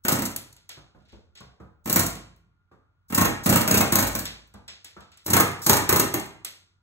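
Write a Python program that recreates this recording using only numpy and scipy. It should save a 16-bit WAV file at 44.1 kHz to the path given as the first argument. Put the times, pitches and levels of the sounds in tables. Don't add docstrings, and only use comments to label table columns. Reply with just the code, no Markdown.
import sys
import numpy as np
from scipy import signal
from scipy.fft import rfft, irfft, next_fast_len
from scipy.io import wavfile

SR = 44100
rng = np.random.default_rng(int(sys.argv[2]) if len(sys.argv) > 2 else 0)


def store_wav(level_fs):
    pcm = np.round(np.clip(np.atleast_2d(level_fs), -1, 1) * 32767)
    wavfile.write(sys.argv[1], SR, pcm.T.astype(np.int16))


N = 300762

TIME = np.arange(N) / SR
SIZE = next_fast_len(N + SR)
HZ = np.fft.rfftfreq(SIZE, 1 / SR)
AGE = np.arange(SR * 3 // 4) / SR

# time in seconds, then chisel crack, sheet clatter and roof thump in dB.
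BLOWS = [(0.0496, -20, -26.5, -29.5), (0.082, -8, -20, -35), (0.1203, -8.5, -27.5, -17.5),
         (0.1505, -23, -32, -35.5), (0.187, -18.5, -30, -23.5), (0.2192, -18.5, -34, -27),
         (0.252, -21, -36.5, -30), (1.8574, -25, -34.5, -23.5), (1.8743, -23.5, -32.5, -27.5),
         (1.8964, -14, -26.5, -23), (1.9272, -14.5, -29, -25), (1.959, -7.5, -18, -17),
         (1.993, -7.5, -28.5, -19), (2.0304, -19.5, -36, -37.5), (2.0612, -17, -37.5, -42),
         (3.1008, -31, -39, -32), (3.1234, -26, -29, -24.5), (3.1457, -11.5, -28.0, -25),
         (3.1769, -9, -19, -14.5), (3.2104, -12, -20.5, -12), (3.248, -14, -20, -35),
         (3.4602, -11.5, -19, -17), (3.4922, -6.5, -22.5, -13.5), (3.5247, -11.5, -20.0, -23),
         (3.558, -9.5, -19.5, -20.5), (3.6081, -13.5, -24.5, -29), (3.6758, -11, -22, -29.5),
         (3.7091, -10, -19, -18.5), (3.741, -8, -19.0, -22), (3.773, -6.5, -23.5, -21.5),
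         (3.8061, -7.5, -18.5, -32), (3.9221, -9.5, -20.5, -19), (3.9533, -6.5, -20, -21.5),
         (3.9864, -7.5, -23.5, -24.5), (4.0255, -13, -23.5, -30), (4.07, -16, -34.5, -45),
         (4.1504, -16, -28.5, -24), (4.1886, -16.5, -43.5, -51), (5.2603, -21.5, -37.5, -30),
         (5.279, -24.5, -32.0, -26), (5.3013, -12.5, -28.5, -22), (5.3327, -4.5, -16.0, -18.5),
         (5.3652, -8, -17, -24), (5.398, -8.5, -19, -25), (5.6632, -8.5, -21.5, -23),
         (5.695, -4, -15.5, -16), (5.7297, -7, -22, -30.5), (5.7671, -13.5, -23, -31),
         (5.8913, -7.0, -18.5, -22), (5.925, -9, -21.0, -17), (5.9587, -11, -23.5, -30),
         (5.9952, -6.5, -21.5, -31), (6.139, -14, -25, -24.5)]
# time reached in seconds, thump pitch in Hz,
# drone in dB, bark in dB, then three clang pitches in Hz.
ROOF_SPOTS = [(0, 254.4, -1.5, -12, 545, 1259, 2050), (1.7, 180, -4, -17, 540, 1066, 2310),
              (2.9, 197, -2.5, -10.5, 570, 1062, 1670), (3.65, 205.4, 0, -11.5, 621, 1558, 2474),
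              (5.1, 334, -1, -8, 918, 1215, 1652)]
CLANG_LEVELS = [0.5, 2, -2.5]
# pitch in Hz, width in Hz, full lift in dB.
CHISEL_MODES = [(2070, 120, 5.5), (2860, 200, 0), (4120, 660, 8), (5600, 360, -4), (6550, 1800, 4),
                (8280, 350, 5), (8770, 350, 8.5), (10950, 710, 5), (12200, 2300, 6), (13500, 1300, 5.5)]
# pitch in Hz, level in dB, time to fall 60 dB in seconds.
PANEL_MODES = [(330, -4, 0.13), (579, -4.5, .3), (829, -3.5, 0.34), (937, -2.5, 0.26), (1076, -1.5, 0.28),
               (1318, -7, 0.18), (1389, -5.5, 0.34), (1535, -10, 0.13), (1850, -5.5, 0.51),
               (2200, -6.5, 0.4), (2764, -1.5, 0.41)]
# pitch in Hz, level in dB, time to fall 60 dB in seconds.
ROOF_MODES = [(54.8, -30.5, 0.93), (95.4, -12.5, 0.5), (122.7, -12.5, 0.29), (186.1, -9, 0.27),
              (218.1, -8.5, 0.27), (253, -19.5, 0.34), (305, -13.5, 0.32)]
# time in seconds, level in dB.
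SHEARS = [(0.151, -44), (2, -37), (4.029, -32.5)]
# time in seconds, click in dB, ring in dB.
TICKS = [(0.26, -13.5, -56), (0.3158, -31.5, -69), (0.3612, -12.5, -47.5), (0.5262, -33.5, -82),
         (0.5641, -38, -63.5), (0.6913, -24, -46), (1.022, -69, -82), (1.3518, -45.5, -57),
         (1.3718, -51, -54), (1.4042, -38, -63.5), (2.128, -35, -66), (2.152, -26, -54),
         (3.876, -20, -50.5), (4.129, -27, -57.5), (4.253, -16, -38.5), (4.5386, -39.5, -63.5),
         (4.6788, -31.5, -45), (4.845, -26, -50.5), (5.0043, -43.5, -59), (5.1165, -50, -59.5),
         (5.1721, -36, -61), (6.078, -22.5, -55.5), (6.1972, -18.5, -50), (6.4468, -14, -43)]
# start in seconds, end in seconds, then the hardest click and ring in dB.
JIGGLES = [(0.94, 1.141, -52, -59.5), (5.021, 5.157, -57, -76)]
# pitch in Hz, level in dB, time to fall 60 dB in seconds.
SHANK_MODES = [(1965, -8, .43), (3080, -9.5, .39), (3340, -8, .33), (4194, -12.5, .24), (4550, -7, .32),
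               (5300, -4.5, .3), (6770, -10.5, 0.19), (7830, -5.5, 0.15), (11260, -21, 0.11)]
# time in seconds, bark in dB, boom and thud in dB, thud pitch in Hz, clang pitch in Hz.
KNOCKS = [(0.769, -45.5, -51, 299, 740), (0.947, -51.5, -51.5, 110, 700), (1.127, -51.5, -46.5, 327, 604),
          (1.405, -42, -48.5, 102, 719), (1.599, -44, -43.5, 190, 1242), (2.713, -50.5, -53.5, 156, 1227),
          (4.541, -43.5, -46.5, 188, 856), (4.964, -37, -46.5, 261, 1333)]
# start in seconds, end in seconds, level in dB.
HISSES = [(0.039, 0.05, -46.5), (1.843, 1.866, -59.5), (3.085, 3.114, -59), (3.435, 3.46, -37.5),
          (5.246, 5.266, -56.5), (5.617, 5.664, -38.5)]

# frequency in Hz, relative level in dB per Hz.
CRACK_COLOUR = [(1000, -23.5), (2500, -17.5), (4000, -7), (5200, -2.5), (6500, -2), (8000, -1),
                (10500, -5.5), (13000, -3), (16000, -3)]
SHEET_COLOUR = [(30, -22.5), (70, -4.5), (120, 5.5), (200, 3), (340, 3.5), (470, 1), (600, 1.5), (780, 0),
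                (1100, -2), (1600, -4.5), (2500, -7), (3200, -7.5), (5000, -28), (10000, -26.5)]
BARK_COLOUR = [(500, -33), (1000, -2.5), (1300, -3), (1700, -7.5), (2200, -8.5), (3500, -30)]
CLICK_COLOUR = [(300, -18.5), (1000, -11), (3200, -15), (6700, -2.5), (10000, -6.5), (13000, -12.5),
                (16000, -16.5)]
SNAP_COLOUR = [(6000, -28.5), (10500, -2), (14000, 0), (16000, -10)]
RING_COLOUR = [(100, -13), (600, -4), (1000, -7.5), (2000, 0.5), (3200, 4.5), (4200, 3), (5200, -1),
               (8000, -12), (13000, -43.5), (16000, -47.5)]
KNOCK_COLOUR = [(150, -8), (400, -6), (1000, -0.5), (1550, -3.5), (1850, -13), (4000, -23), (8000, -32.5),
                (15000, -44.5)]
BOOM_COLOUR = [(25, -20), (55, 3.5), (100, 2), (180, -0.5), (300, -5.5), (600, -7), (1000, -24.5),
               (2000, -49)]
RUMBLE_COLOUR = [(25, -13.5), (55, -4), (100, -3.5), (200, -17.5), (500, -33), (1200, -22), (1800, -31.5),
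                 (4000, -39.5), (15000, -61.5)]
WHINE_COLOUR = [(1200, -48), (1370, -17), (1410, 3), (1450, -14.5), (1650, -51.5)]

# frequency in Hz, time to fall 60 dB in seconds.
CABIN_DECAY = [(60, 0.92), (160, 0.45), (420, 0.52), (1100, 0.53), (3000, 0.55), (7700, 0.38),
               (13000, 0.25), (16000, 0.19)]
# frequency in Hz, radians by which right leads.
PORT_PHASE = [(100, .2), (300, 0), (700, -1.2), (1200, -.2), (1700, -1.1), (2300, -3.2), (5300, -3.3),
              (6500, -6), (7300, -6.4), (8300, -7.8), (9800, -9.5), (12500, -12.6), (15000, -15.7),
              (16000, -16.5)]
# frequency in Hz, likeness from 0 to 1.
PORT_ALIKE = [(40, .4), (100, .65), (300, .68), (550, .25), (1200, .42), (2100, .25), (3000, .88),
              (3800, .2), (5000, .92), (6000, .3), (6800, .9), (8300, .85), (9800, .98), (11000, .8),
              (15000, .95)]
# frequency in Hz, left minus right in dB.
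PORT_BALANCE = [(90, -.5), (130, -.5), (190, -4.5), (330, -3), (500, -.3), (2000, 0)]
# frequency in Hz, gain in dB.
OVERALL_TONE = [(15, -24), (30, -14.5), (48, 2.5), (14700, 1), (15300, 7.5), (15650, 17.5), (15950, -15),
                (16300, -30)]

LEAD_S, LEAD_DB = 0.002, -18.5
REBOUND_S, REBOUND_DB = 0.0066, -7
SETTLE_S, SETTLE_DB, SETTLE_DB_PER_S = 0.31, -12.5, -105
JIGGLE_SWELL_DB = 25.5
SNAP_GROWS = 1.9
SHIFT_HZ = 0.9
HUM_HZ = 91.5
CEILING = .85
TOP_HZ = 16600


def chisel():
    envelope = swell(0.0017) * (fade(0.032) + amp(-18) * fade(0.07))
    hits = [(s, db) for s, db, _, _ in BLOWS]
    onsets = [(s - LEAD_S, db + LEAD_DB) for s, db in hits]
    rebounds = []
    for s, db in hits:
        delay = REBOUND_S * amp(rng.normal(0, 2.8))
        rebounds.append((s + delay, db + REBOUND_DB + rng.normal(0, 2.8)))
    rows = onsets + hits + rebounds + settling(hits)
    cracks = strikes(rows, envelope, rattle_db=4.0, crackle_db=22.5, size=SR // 10)
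    voiced = bit(colour(cracks, CRACK_COLOUR), depth=0.61)
    return amp(-5.5) * cabin(voiced, wet_db=-3)


def settling(hits):
    delays = SETTLE_S * rng.random(len(hits))
    return [(s + delay, db + SETTLE_DB + SETTLE_DB_PER_S * delay) for (s, db), delay in zip(hits, delays)]


def sheet():
    rows = [(s, db) for s, _, db, _ in BLOWS]
    clatter_envelope = swell(0.0012) * (fade(0.049) + amp(-17.0) * fade(.2))
    clatter = strikes(rows, clatter_envelope, rattle_db=3.0)
    bark_rows = [(s, db + spot(s)[3]) for s, db in rows]
    barks = strikes(bark_rows, swell(0.0014) * fade(0.11), rattle_db=-0.5)
    voices = []
    for s, db in rows:
        voices += [(s, db + clang_db, hz) for hz, clang_db in zip(spot(s)[4:], CLANG_LEVELS)]
    clang = clangs(voices, swell(0.002) * fade(0.098), width_hz=70, size=SR // 7)
    body = colour(clatter, SHEET_COLOUR) + colour(barks, BARK_COLOUR) + amp(-14) * clang
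    return amp(-0.5) * cabin(body, wet_db=2.0) + amp(-16) * panel(rows, scatter_db=4.5)


def spot(s):
    return ROOF_SPOTS[sum(s > row[0] for row in ROOF_SPOTS[1:])]


def clangs(rows, envelope, width_hz, size=SR // 3):
    track = np.zeros((2, N))
    for s, db, hz in rows:
        b, a = signal.iirpeak(hz, hz / width_hz, SR)
        ring = signal.lfilter(b, a, noise(size))
        add(track, s, amp(db) * envelope[:size] * ring / ring.std())
    return track


def panel(rows, scatter_db):
    track, t = np.zeros((2, N)), AGE[:SR // 4]
    hz, mode_db, t60 = np.transpose(PANEL_MODES)[:, :, None]
    decay = amp(mode_db) * fade(t60, t) * swell(0.0019)[:len(t)]
    for s, db in rows:
        detune = 1 + rng.normal(0, .006, hz.shape)
        levels = amp(scatter_db * rng.standard_normal((2, len(hz))))
        mix = levels * rng.choice([-1, 1], (2, len(hz)))
        add(track, s, amp(db) * mix @ (decay * np.sin(2 * np.pi * hz * detune * t)))
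    return track


def roof():
    thumps, drone = np.zeros((2, N)), np.zeros((2, N))
    modes = np.array([amp(db) * fade(t60) * np.sin(2 * np.pi * hz * AGE) for hz, db, t60 in ROOF_MODES])
    for s, _, _, db in BLOWS:
        _, thump_hz, drone_db, *_ = spot(s)
        scatter_db = rng.normal(0, 2.5, len(ROOF_MODES))
        low_hz = thump_hz * (1 + rng.normal(0, .06))
        thump = bending_wave(high_hz=701.5, low_hz=low_hz, sweep=0.002, crest=0.0054)
        add(thumps[0], s, amp(db) * thump)
        add(drone[0], s, amp(db + drone_db + scatter_db) @ modes * swell(0.0031))
    return amp(-4.5) * cabin(thumps, wet_db=-2.5) + drone


def bending_wave(high_hz, low_hz, sweep, crest):
    hz = low_hz + (high_hz - low_hz) * np.exp(-AGE / sweep)
    bulge = (AGE / crest * np.exp(1 - AGE / crest)) ** 2
    return np.sin(2 * np.pi * np.cumsum(hz) / SR) * bulge


def spring_back():
    track, (hz, _, t60) = np.zeros((2, N)), ROOF_MODES[0]
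    wobble = swell(0.026) * fade(t60) * np.sin(2 * np.pi * hz * AGE)
    for s, db in SHEARS:
        add(track[0], s, amp(db) * wobble)
    return track


def ticks():
    rows = TICKS + jiggles(count=7)
    click_rows = [(s, db) for s, db, _ in rows]
    snap_rows = [(s, SNAP_GROWS * db) for s, db, _ in rows]
    ring_rows = [(s, db) for s, _, db in rows]
    envelope = swell(0.0031) * fade(0.018)
    clicks = strikes(click_rows, envelope, rattle_db=-0.5, crackle_db=19.5, size=SR // 25)
    snaps = strikes(snap_rows, envelope, rattle_db=6.0, crackle_db=20.5, size=SR // 25)
    rings = strikes(ring_rows, swell(0.0018) * fade(0.45), rattle_db=1.0, size=SR // 2)
    dry_contact = amp(-5.5) * colour(clicks, CLICK_COLOUR) + amp(3.0) * colour(snaps, SNAP_COLOUR)
    contact = bit(cabin(dry_contact, wet_db=-6.0), depth=0.69)
    return contact + amp(2.5) * colour(rings, RING_COLOUR) + shank(TICKS)


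def jiggles(count):
    rows = []
    for start, end, click_db, ring_db in JIGGLES:
        progress = (np.arange(count) + rng.random(count)) / count
        force_db = JIGGLE_SWELL_DB * (progress - 1)
        rows += zip(start + (end - start) * progress, click_db + force_db, ring_db + force_db)
    return rows


def shank(rows):
    track = np.zeros((2, N))
    for s, _, db in rows:
        for hz, mode_db, t60 in SHANK_MODES:
            detune, scatter_db = rng.normal(0, [.006, 3])
            tone = np.sin(2 * np.pi * hz * (1 + detune) * AGE)
            add(track[0], s, amp(db + mode_db + scatter_db) * swell(0.001) * fade(t60) * tone)
    return track


def knocks():
    barks = strikes([(s, db) for s, db, *_ in KNOCKS], swell(0.0017) * fade(0.21))
    booms = strikes([(s, db) for s, _, db, *_ in KNOCKS], swell(0.0012) * fade(0.25))
    clang_rows = [(s, db, hz) for s, db, _, _, hz in KNOCKS]
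    clang = clangs(clang_rows, swell(0.002) * fade(0.43), width_hz=90)
    thuds = np.zeros((2, N))
    for s, _, db, hz, _ in KNOCKS:
        add(thuds[0], s, amp(db) * bending_wave(high_hz=725.0, low_hz=hz, sweep=0.0042, crest=0.0089))
    dull = amp(-9) * colour(barks, KNOCK_COLOUR) + amp(-3) * colour(booms, BOOM_COLOUR)
    return cabin(dull + amp(-4.5) * thuds + amp(-18) * clang, wet_db=-3.0)


def hisses():
    flow = np.zeros(N)
    for start, end, db in HISSES:
        corners = [start - .003, start + 0.0034, end, end + .008]
        flow += amp(db) * np.interp(TIME, corners, [0, 1, 1, 0])
    return cabin(colour(flow * noise(N), CRACK_COLOUR), wet_db=0.0)


def background():
    rumble = amp(-73.5) * colour(noise(N), RUMBLE_COLOUR)
    rumble[0] += amp(-71.5) * np.sin(2 * np.pi * HUM_HZ * TIME)
    return rumble + amp(-81.5) * colour(noise(N), WHINE_COLOUR)


def strikes(rows, envelope, rattle_db=0, crackle_db=0, size=SR // 4):
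    track, t = np.zeros((2, N)), AGE[:size]
    for s, db in rows:
        knots = t[::40]
        bounce = np.interp(t, knots, rng.standard_normal(len(knots)))
        chatter = amp(rattle_db * bounce + crackle_db * rng.uniform(-0.71, 1, size))
        chatter /= np.sqrt(np.mean(chatter ** 2))
        add(track, s, amp(db) * envelope[:size] * noise(size) * chatter)
    return track


def bit(x, depth):
    lift = 1
    for hz, width, db in CHISEL_MODES:
        damping = 1j * HZ * width
        lift = lift + depth * (amp(db) - 1) * damping / (hz * hz - HZ * HZ + damping)
    return irfft(rfft(x, SIZE) * lift, SIZE)[..., :N]


def cabin(x, wet_db):
    hz, t, z = signal.stft(np.array([noise(), noise()]), SR, nperseg=256)
    decay = fade(along(CABIN_DECAY, hz)[:, None], t)
    tails = signal.istft(z * decay, SR, nperseg=256)[1][..., :len(AGE)] * swell(0.00087)
    tails /= np.linalg.norm(tails, axis=-1, keepdims=True)
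    turn = 2 * np.pi * SHIFT_HZ * TIME
    echo = 0
    for share, tail in zip([np.cos(turn), np.sin(turn)], tails):
        echo = echo + rfft(np.float32(x * share), SIZE) * rfft(np.float32(tail), SIZE)
    return x + amp(wet_db) * irfft(echo, SIZE)[:, :N]


def ports(pair):
    turn = np.arccos(np.clip(along(PORT_ALIKE), 0, 1)) / 2
    shared, unshared = rfft(pair, SIZE) * [np.cos(turn), np.sin(turn)]
    lean = amp(along(PORT_BALANCE) / 2) * np.exp(-.5j * along(PORT_PHASE))
    left, right = (shared + unshared) * lean, (shared - unshared) / lean
    return irfft(np.array([left, right]), SIZE)[:, :N]


def amp(db):
    return 10 ** (np.asarray(db) / 20)


def along(points, hz=HZ):
    f, v = np.transpose(points)
    return np.interp(np.log(hz + 1), np.log(f + 1), v)


def fade(t60, t=AGE):
    return np.exp(-np.log(1000) * t / t60)


def swell(rise):
    return 1 - np.exp(-AGE / rise)


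def noise(size=len(AGE)):
    return rng.standard_normal((2, size))


def add(track, s, sound):
    part = track[..., round(s * SR):][..., :sound.shape[-1]]
    part += sound[..., :part.shape[-1]]


def colour(x, spectrum):
    gain = amp(along(spectrum))
    cepstrum = irfft(np.log(gain / np.sqrt(np.mean(gain ** 2))), SIZE)
    cepstrum[1:SIZE // 2] *= 2
    cepstrum[SIZE // 2 + 1:] = 0
    return irfft(rfft(x, SIZE) * np.exp(rfft(cepstrum)), SIZE)[..., :N]


def scene():
    hammering = chisel() + sheet() + roof() + spring_back()
    return ports(hammering + ticks() + knocks() + hisses() + background())


def record(dry):
    x = irfft(rfft(dry, SIZE) * amp(along(OVERALL_TONE)), SIZE)[:, :N]
    x = x / (1 + (x / CEILING) ** 6) ** (1 / 6)
    return irfft(rfft(x, SIZE) * (HZ < TOP_HZ), SIZE)[:, :N]


dry = scene()
out = record(dry)
store_wav(out)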